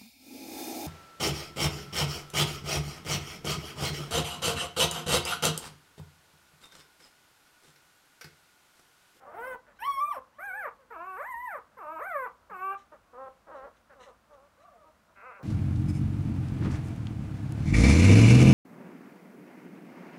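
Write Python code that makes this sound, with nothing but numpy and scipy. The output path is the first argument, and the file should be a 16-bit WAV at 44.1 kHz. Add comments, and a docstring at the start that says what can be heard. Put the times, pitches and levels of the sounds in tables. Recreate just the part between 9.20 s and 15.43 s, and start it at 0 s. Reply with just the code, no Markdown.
"""A small room with newborn puppies in a wooden box. One yowls, squeals and moans, then sinks to
whimpers and a creaky grunt. Under it are faint thin whines, paws scratching the blanket and two soft thuds.
Each call is a stack of harmonics (tones at whole multiples of a gliding pitch), shaped by the throat
and echoed by the box and the room."""
import sys
import numpy as np
from scipy import signal
from scipy.fft import rfft, irfft, next_fast_len
from scipy.io import wavfile
from scipy.ndimage import uniform_filter1d, map_coordinates

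SR = 44100
rng = np.random.default_rng(int(sys.argv[2]) if len(sys.argv) > 2 else 0)


def put_to_file(sound):
    """Save the sound as 16-bit audio at rate SR, in the file named by the first command-line argument."""
    columns = np.atleast_2d(sound).T  # one column per channel
    safe = np.clip(columns, -1, 1)
    whole_steps = np.round(safe * 32767)
    wavfile.write(sys.argv[1], SR, whole_steps.astype(np.int16))


N = 274743
TOP_HZ = 15750


def amp(db):
    """Turn decibels into a gain."""
    return 10 ** (np.asarray(db) / 20)


def unit(x):
    """Scale to an average (rms) size of 1."""
    return x / np.sqrt(np.mean(x ** 2) + 1e-20)


def along(points, hz):
    """Read a value between (frequency, value) points on a log axis."""
    f, v = np.transpose(points)
    return np.interp(np.log(hz + 1), np.log(f), v)


def wobble(rate, size):
    """A smooth curve through `rate` random values a second."""
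    knots = rng.standard_normal(int(size * rate / SR) + 4)
    return map_coordinates(knots, [np.arange(size) * rate / SR])


def noise(spectrum, size):
    """Noise with the given tone colour."""
    gain = amp(along(spectrum, np.fft.rfftfreq(size, 1 / SR)))
    return unit(irfft(rfft(rng.standard_normal(size)) * gain, size))


def add(track, s, sound):
    """Mix a sound into the track at s seconds."""
    part = track[max(round(s * SR), 0):][:len(sound)]
    part += sound[:len(part)]


def background():
    """The still air of the room."""
    # colour of the air (frequency [Hz], level [dB])
    air = [(20, -35.5), (32, -25.5), (48, 0), (130, -11), (220, -7), (400, -16), (600, -8.5), (800, -13),
           (1100, -10), (1400, -10.5), (1800, -18), (3350, -25), (6750, -29.5), (15500, -36)]
    return amp(-65.5) * noise(air, N)


def room(x, wet_db, treble_db):
    """Echoes off near walls make gliding notes swell and dip; the treble comes back scattered."""
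    # echoes off box and ceiling (delay [s], strength [ratio])
    walls = [(.0023, 0.0595), (.0052, 0.0562), (.0087, 0.246), (0.013, 0.0753)]
    # the room's ring (frequency [Hz], time to fade by 60 dB [s])
    ring_times = [(200, 0.19184), (1000, 0.28), (3000, 0.09552), (9000, 0.025)]
    hz, t, bands = signal.stft(rng.standard_normal(SR // 2), SR, nperseg=256)
    decay = amp(-60 * t / along(ring_times, hz)[:, None])
    decay /= np.linalg.norm(decay, axis=1, keepdims=True)
    tail = signal.istft(bands * decay, SR, nperseg=256)[1]
    lift = amp(along([(3000, 0), (8000, treble_db)], np.fft.rfftfreq(len(tail), 1 / SR)))
    tail = irfft(rfft(tail / np.linalg.norm(tail)) * lift)
    out = x.copy()
    for delay, strength in walls:
        add(out, delay, strength * x)
    add(out, .008, amp(wet_db) * signal.fftconvolve(x, tail))
    return out


def low_pulses():
    """Two soft low thuds, and a brief undertone as the last moan starts."""
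    # short low tones (time [s], frequency [Hz], level [dB])
    pulses = [(2.16, 57.6, -60), (3.303, 191.7, -55), (4.425, 54.76, -59)]
    out = np.zeros(N)
    t = np.arange(SR // 4) / SR
    envelope = t / 0.0156 * np.exp(1 - t / 0.014813)
    for s, hz, db in pulses:
        add(out, s, amp(db) * envelope * np.sin(2 * np.pi * hz * t))
    return out


def paws():
    """Claws catch on the blanket's fibres in quick, uneven bursts."""
    # paw strokes (time [s], length [s], level [dB])
    scratches = [(0.557, 0.026, -68), (3.56, 0.082, -66.5), (3.917, 0.012, -78), (4.336, 0.076, -70),
                 (4.555, 0.02866, -69.5), (4.791, 0.077, -58.5), (4.83, 0.091, -67), (5.125, 0.028, -69.5),
                 (5.393, 0.05857, -70.5)]
    # colour of a scratch (frequency [Hz], level [dB])
    claw = [(1000, -19), (1900, 3.5), (2450, -7), (2900, -1), (3400, -8), (4000, 0.5), (4600, -24),
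            (5900, -8.5), (14000, -35.5)]
    out = np.zeros(N)
    for s, length, db in scratches:
        size = int(length * SR)
        catches = unit(noise(claw, size) * amp(3.1 * wobble(367, size)))
        add(out, s, amp(db) * np.sqrt(np.hanning(size)) * catches)
    return out


def glide(contour):
    """The sample times of one call, a short fade at both ends, and its smoothed pitch."""
    s, hz = np.transpose(contour)
    t = np.arange(s[0], s[-1], 1 / SR)
    fade = np.clip(np.minimum((t - t[0]) / .008, (t[-1] - t) / .005), 0, 1)
    return t, fade, uniform_filter1d(np.interp(t, s, hz), size=400, mode="nearest")


def harmonics(pitch, throat):
    """The frequency, strength and wave of each harmonic; the throat favours some over others."""
    k = np.arange(1, int(TOP_HZ / pitch.min()) + 1)[:, None]
    hz = k * pitch
    cycles = np.cumsum(pitch) / SR
    waves = np.sqrt(2) * np.sin(2 * np.pi * (k * cycles + rng.random(k.shape)))
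    return hz, amp(along(throat, hz)) * (hz < TOP_HZ), waves


def thin_tones():
    """Faint gliding tones: whines, an undertone beneath the squeal, and one whine's overtone."""
    # tones (start [s], turn [s], end [s], first pitch [Hz], turn pitch [Hz], last pitch [Hz],
    # base level [dB])
    tones = [(.04, .21, .29, 530, 740, 541.3, -60), (0.76, 0.819, .91, 613.8, 568.9, 703, -63),
             (1.27, 1.356, 1.45, 491, 524.7, 502, -60), (1.588, 1.613, 1.645, 550.7, 542, 483, -62.5),
             (5.372, 5.458, 5.58, 468.6, 757, 411, -67.5), (5.435, 5.465, 5.495, 1070, 1219, 1074, -62.5),
             (5.528, 5.588, 5.66, 745.3, 639.4, 538.6, -67.5)]
    # their nasal colour (frequency [Hz], gain [dB])
    colour = [(450, -2.5), (750, 8), (1000, -16), (1170, 6), (1400, -6), (3000, -31), (6000, -53.5)]
    out = np.zeros(N)
    for start, turn, end, first_hz, turn_hz, last_hz, db in tones:
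        t, fade, pitch = glide([(start, first_hz), (turn, turn_hz), (end, last_hz)])
        _, strength, waves = harmonics(pitch * np.exp(0.0037 * wobble(120, len(t))), colour)
        add(out, start, fade * amp(db) * (strength * waves).sum(0))
    return out


def effort(contour, row, louder_db, brighter_db, slack, ring_db=0, closing_db=0, surge=None):
    """How a call is pushed out: an octave up adds louder_db and brighter_db, and slack less roughness."""
    t, fade, pitch = glide(contour)
    level_db, swell_db, mouth_db, rough, *open_mouth = row
    age, left = t - t[0], t[-1] - t
    progress = age / age[-1] - .5
    octaves = np.log2(pitch / pitch.max())
    # a call starts and ends weaker and rougher than it is held
    attack_db, release_db = 10 * np.exp(-age / 0.026), 9 * np.exp(-left / 0.014738)
    rough = rough - slack * octaves + 0.51 * np.exp(-age / 0.034) + 0.5657 * np.exp(-left / 0.021)
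    voice = level_db + swell_db * progress + louder_db * octaves - attack_db - release_db
    # the cry swells as its pitch crosses the box's resonance near 576 Hz
    voice += ring_db * (1 - np.exp(-age / .06)) * np.exp(-((pitch - 576) / 50) ** 2)
    closing = closing_db * progress  # overtones sink as the mouth closes
    mouth = mouth_db + brighter_db * octaves - closing
    if surge:
        surge_db = np.interp(t, *np.transpose(surge))
        voice, mouth = voice + surge_db, mouth - surge_db
    sizzle = 0
    if open_mouth:
        # the mouth opens late and shuts early, so the highs come last and die first
        sizzle_db, opening_s = open_mouth
        shut = 1 / (1 + (age / opening_s) ** 4)
        sizzle = amp(sizzle_db + (2 + louder_db) * octaves - 13 * shut - .35 * closing - 3 * release_db)
        mouth = mouth - 1.5 * shut - .6 * release_db
    return fade, pitch, amp(voice), amp(mouth), sizzle, np.clip(rough, 0, 1)


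def cry(controls, throat, jitter, shimmer, rasp, hiss=0, ripple_db=0, nasal=0):
    """Rough vocal folds waver in pitch (jitter) and level (shimmer); air puffs through once a cycle."""
    fade, pitch, voice, mouth, sizzle, rough = controls
    size = len(pitch)
    pitch = pitch * np.exp(0.0017 * wobble(70, size) + jitter * rough * wobble(260, size))
    hz, strength, waves = harmonics(pitch, throat)
    # low moans pass through the nose, which swallows one band of overtones and lifts a higher one
    moan = nasal * np.clip((460 - pitch) / 60, 0, 1)
    strength *= 1 - moan / (1 + ((hz - 1970) / 230) ** 2)
    strength *= 1 + 7.684 * moan / (1 + ((hz - 2730) / 130) ** 2)
    # short waves scatter off the box, so high harmonics flare and fade
    hold = 100  # samples per step
    scatter = amp(ripple_db * np.array([wobble(80 * hold, size // hold + 1) for _ in hz]))
    scatter = np.repeat(scatter, hold, axis=1)[:, :size]
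    strength *= 1 + np.clip((hz - 2400) / 1600, 0, 1) * (scatter - 1)
    # three bands: the throat's main resonance, the mouth's overtones and a thin sizzle on top
    above_voice = np.clip((hz - 1300) / 150, 0, 1)
    above_mouth = np.clip((hz - 4500) / 500, 0, 1)
    low = strength * (1 - above_voice)
    middle = strength * (above_voice - above_mouth) * mouth
    top = strength * above_mouth
    body_gain = voice / np.sqrt(((low + middle) ** 2).sum(0) + 1e-9)
    top_gain = sizzle / np.sqrt((top ** 2).sum(0) + 1e-9)
    tone = 0
    for band, gain in [(low, body_gain), (middle, body_gain), (top, top_gain)]:
        quiver_db = 1.28 * wobble(58.17, size) + shimmer * rough * wobble(200.2, size)
        tone += gain * amp(quiver_db) * (band * waves).sum(0)
    air = rasp * rough * voice * noise(throat, size)
    if hiss:
        # colour of the hiss (frequency [Hz], level [dB])
        hiss_colour = [(3000, -31), (10000, -20), (12800, 4), (15500, -20.5)]
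        air += hiss * np.sqrt(rough) * sizzle * noise(hiss_colour, size)
    cycles = np.cumsum(pitch) / SR
    puffs = 1 + np.sin(2 * np.pi * cycles)
    creak = 1 + 0.41 * rough * np.sin(np.pi * cycles)  # slack folds alternate strong and weak beats
    return fade * (creak * tone + puffs * air)


def whimpers(out):
    """Add short, low whimpers made with the mouth nearly shut."""
    # one tune per whimper (time [s], pitch [Hz])
    tunes = [
        [(0.46, 299), (0.54, 271)],
        [(3.716, 323.4), (3.77, 252.9)],
        [(3.928, 248.4), (3.964, 242.7), (3.996, 264.7), (4.06, 267), (4.088, 259)],
        [(4.265, 347.4), (4.311, 244), (4.319, 320.2), (4.37, 270.7), (4.419, 261.8), (4.463, 286),
         (4.492, 178)],
        [(4.692, 312.4), (4.748, 239.3)],
        [(4.75, 272.7), (4.78, 272.7), (4.836, 236)],
        [(4.858, 293), (4.896, 252), (4.915, 198)],
        [(5.096, 317.3), (5.186, 257.6), (5.28, 308)],
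        [(5.63, 315), (5.704, 313)],
        [(5.87, 323.6), (5.915, 312)],
        [(6.19, 276), (6.245, 256)],
    ]
    # their effort (base level [dB], swell [dB], overtones [dB], roughness [0-1])
    rows = [(-58.5, -8.5, 11.5, 0.6), (-45, -9, 0.5, .05), (-41, 7, -6.5, .02), (-44.5, 1.5, 2.5, 0.28),
            (-48.5, -2, 9, 0.18), (-51, 11, -5, .08), (-47.5, -6, -6, 0.22), (-57.5, -11.5, -12, 0.3),
            (-55, 7, -20.5, 0.082), (-60, 4, -8, 0.3), (-44, -1.5, -7, 0.4)]
    # throat colour (frequency [Hz], gain [dB])
    throat = [(200, -26), (290, -15), (530, 2), (780, -8), (1100, -3.5), (1500, -9), (1850, -17),
              (2200, -27), (4000, -44)]
    for tune, row in zip(tunes, rows):
        push = effort(tune, row, louder_db=2.5, brighter_db=7.5, slack=0.13)
        add(out, tune[0][0], cry(push, throat, jitter=0.05, shimmer=2.6, rasp=0.34))


def grunt(out):
    """Add a low grunt that creaks as the vocal folds go slack."""
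    # tune (time [s], pitch [Hz])
    tune = [(5.952, 194), (6.018, 197.2), (6.046, 247.3), (6.07, 261.5), (6.104, 250), (6.128, 201.7),
            (6.204, 187)]
    # effort (base level [dB], swell [dB], overtones [dB], roughness [0-1])
    row = (-46, -1, 3.5, 0.02)
    # throat colour (frequency [Hz], gain [dB])
    throat = [(200, -38), (540, 4.5), (800, -3.5), (1280, 7.5), (1550, -0.5), (1800, -14), (2100, -6.5),
              (2350, -12), (2600, -8), (3100, -36), (4500, -55)]
    push = effort(tune, row, louder_db=13, brighter_db=-15.5, slack=0.88)
    add(out, tune[0][0], cry(push, throat, jitter=.08, shimmer=1.8, rasp=0.21))


def yowl(out):
    """Add a yowl that starts low and rough and clears as it rises."""
    # tune (time [s], pitch [Hz])
    tune = [(0.0, 270.6), (0.11, 228), (0.146, 353), (0.186, 445.7), (0.229, 490.5), (0.283, 530.1),
            (0.339, 495), (0.364, 436)]
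    # effort (base level [dB], swell [dB], overtones [dB], roughness [0-1], sizzle [dB], opening [s])
    row = (-37.5, 2, 0.5, 0.17, -61, 0.15)
    # throat colour (frequency [Hz], gain [dB])
    throat = [(250, -11.5), (520, 1.5), (900, 6.5), (1080, -6), (1500, 2.5), (1750, -11), (2080, -8),
              (2500, -22), (3100, -23.5), (3900, -44.5), (7000, -45.5), (8700, -35.5), (13000, -37.5),
              (15500, -34)]
    push = effort(tune, row, louder_db=14, brighter_db=5.5, slack=0.5175)
    add(out, tune[0][0], cry(push, throat, jitter=0.04, shimmer=2.4, rasp=0.67, hiss=0.58, ripple_db=6.5))


def moans(out):
    """Add open-mouthed cries that swing between high wails and low moans through the nose."""
    # one tune per cry (time [s], pitch [Hz])
    tunes = [
        [(1.182, 543.3), (1.21, 724.8), (1.26, 831.8), (1.32, 721), (1.383, 878), (1.424, 749.7), (1.456, 579),
         (1.495, 342.4)],
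        [(1.7, 517), (1.771, 316.6), (1.875, 381.8), (1.962, 370), (2.015, 607), (2.067, 965.4), (2.095, 1059),
         (2.147, 912.6), (2.239, 1012), (2.272, 951.5), (2.355, 567.7), (2.395, 390)],
        [(2.568, 545.2), (2.635, 312.4), (2.666, 297), (2.734, 328.6), (2.787, 311.5), (2.83, 640),
         (2.874, 792), (2.966, 562), (3.054, 486.8), (3.085, 325)],
        [(3.293, 615), (3.315, 447.2), (3.343, 374), (3.387, 363.6), (3.443, 385.1), (3.503, 387.2),
         (3.54, 399.4), (3.556, 373)],
    ]
    # effort (base level [dB], swell [dB], overtones [dB], roughness [0-1], sizzle [dB], opening [s])
    rows = [(-37, 1, 6, .03, -62.5, .012), (-39, 1, 4.5, 0.04, -63, 0.19145),
            (-37.5, 9, 1.5, .05, -61.3, .2), (-35.5, 8.5, 0.5, .02, -65, .06)]
    # throat colour (frequency [Hz], gain [dB])
    throat = [(250, -18.5), (390, -12.5), (540, 0.5), (770, -6.5), (1130, 3.5), (1300, 0), (1550, -1),
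              (2250, -12.5), (2800, -37), (3300, -41.5), (4200, -53.5), (5500, -53.5), (7200, -42.5),
              (8500, -34), (10300, -38.5), (11800, -26), (13900, -27.5), (15400, -46.5)]
    for tune, row in zip(tunes, rows):
        push = effort(tune, row, louder_db=.5, brighter_db=5.5, slack=0.019, ring_db=5)
        call = cry(push, throat, jitter=0.062, shimmer=5.8, rasp=0.2364, hiss=0.71, ripple_db=6, nasal=0.93)
        add(out, tune[0][0], call)


def squeal(out):
    """Add a loud, high squeal that dulls as the mouth closes."""
    # tune (time [s], pitch [Hz])
    tune = [(0.587, 797), (0.598, 744), (0.626, 882), (0.648, 1039), (0.673, 1134), (0.8, 1075),
            (0.804, 1163), (0.885, 1201), (0.913, 1155), (0.946, 764.6), (0.972, 524.7), (0.995, 526)]
    # effort (base level [dB], swell [dB], overtones [dB], roughness [0-1], sizzle [dB], opening [s])
    row = (-26, -3.5, -2.5, 0.0153, -58, .016)
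    # throat colour (frequency [Hz], gain [dB])
    throat = [(200, -22), (500, -0.5), (1130, 3), (2200, -20), (2400, -18), (3270, -23), (3550, -36.5),
              (4400, -41.5), (4540, -34.5), (4750, -68), (5150, -36.5), (5580, -26.5), (6100, -49.5),
              (8800, -34.5), (13500, -31), (15500, -42)]
    # surges and dips of the lowest tone (time [s], gain [dB])
    surge = [(0.603, -18), (0.626, -7.5), (0.645, -13), (0.67, 2.5), (0.79, -3.5), (0.84, 1), (0.877, -7),
             (0.91, -4), (0.945, -16.5), (0.97, -6)]
    push = effort(tune, row, louder_db=0, brighter_db=1, slack=0.18, closing_db=14, surge=surge)
    call = cry(push, throat, jitter=0.044, shimmer=6.207, rasp=0.25, hiss=0.95, ripple_db=4.5)
    add(out, tune[0][0], call)


def puppy():
    """All the calls of the loudest puppy."""
    out = np.zeros(N)
    for add_calls in (yowl, squeal, moans, whimpers, grunt):
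        add_calls(out)
    return amp(-1.27) * out


def scene():
    """Puppies, blanket and box in the room."""
    echoing = room(puppy() + thin_tones() + paws(), wet_db=-9.5, treble_db=7.5)
    return (echoing + low_pulses() + background())[None]


def record(dry):
    """Cut away everything above TOP_HZ."""
    size = next_fast_len(N + SR // 4)
    return irfft(rfft(dry, size) * (np.fft.rfftfreq(size, 1 / SR) < TOP_HZ), size)[..., :N]


dry = scene()
out = record(dry)
put_to_file(out)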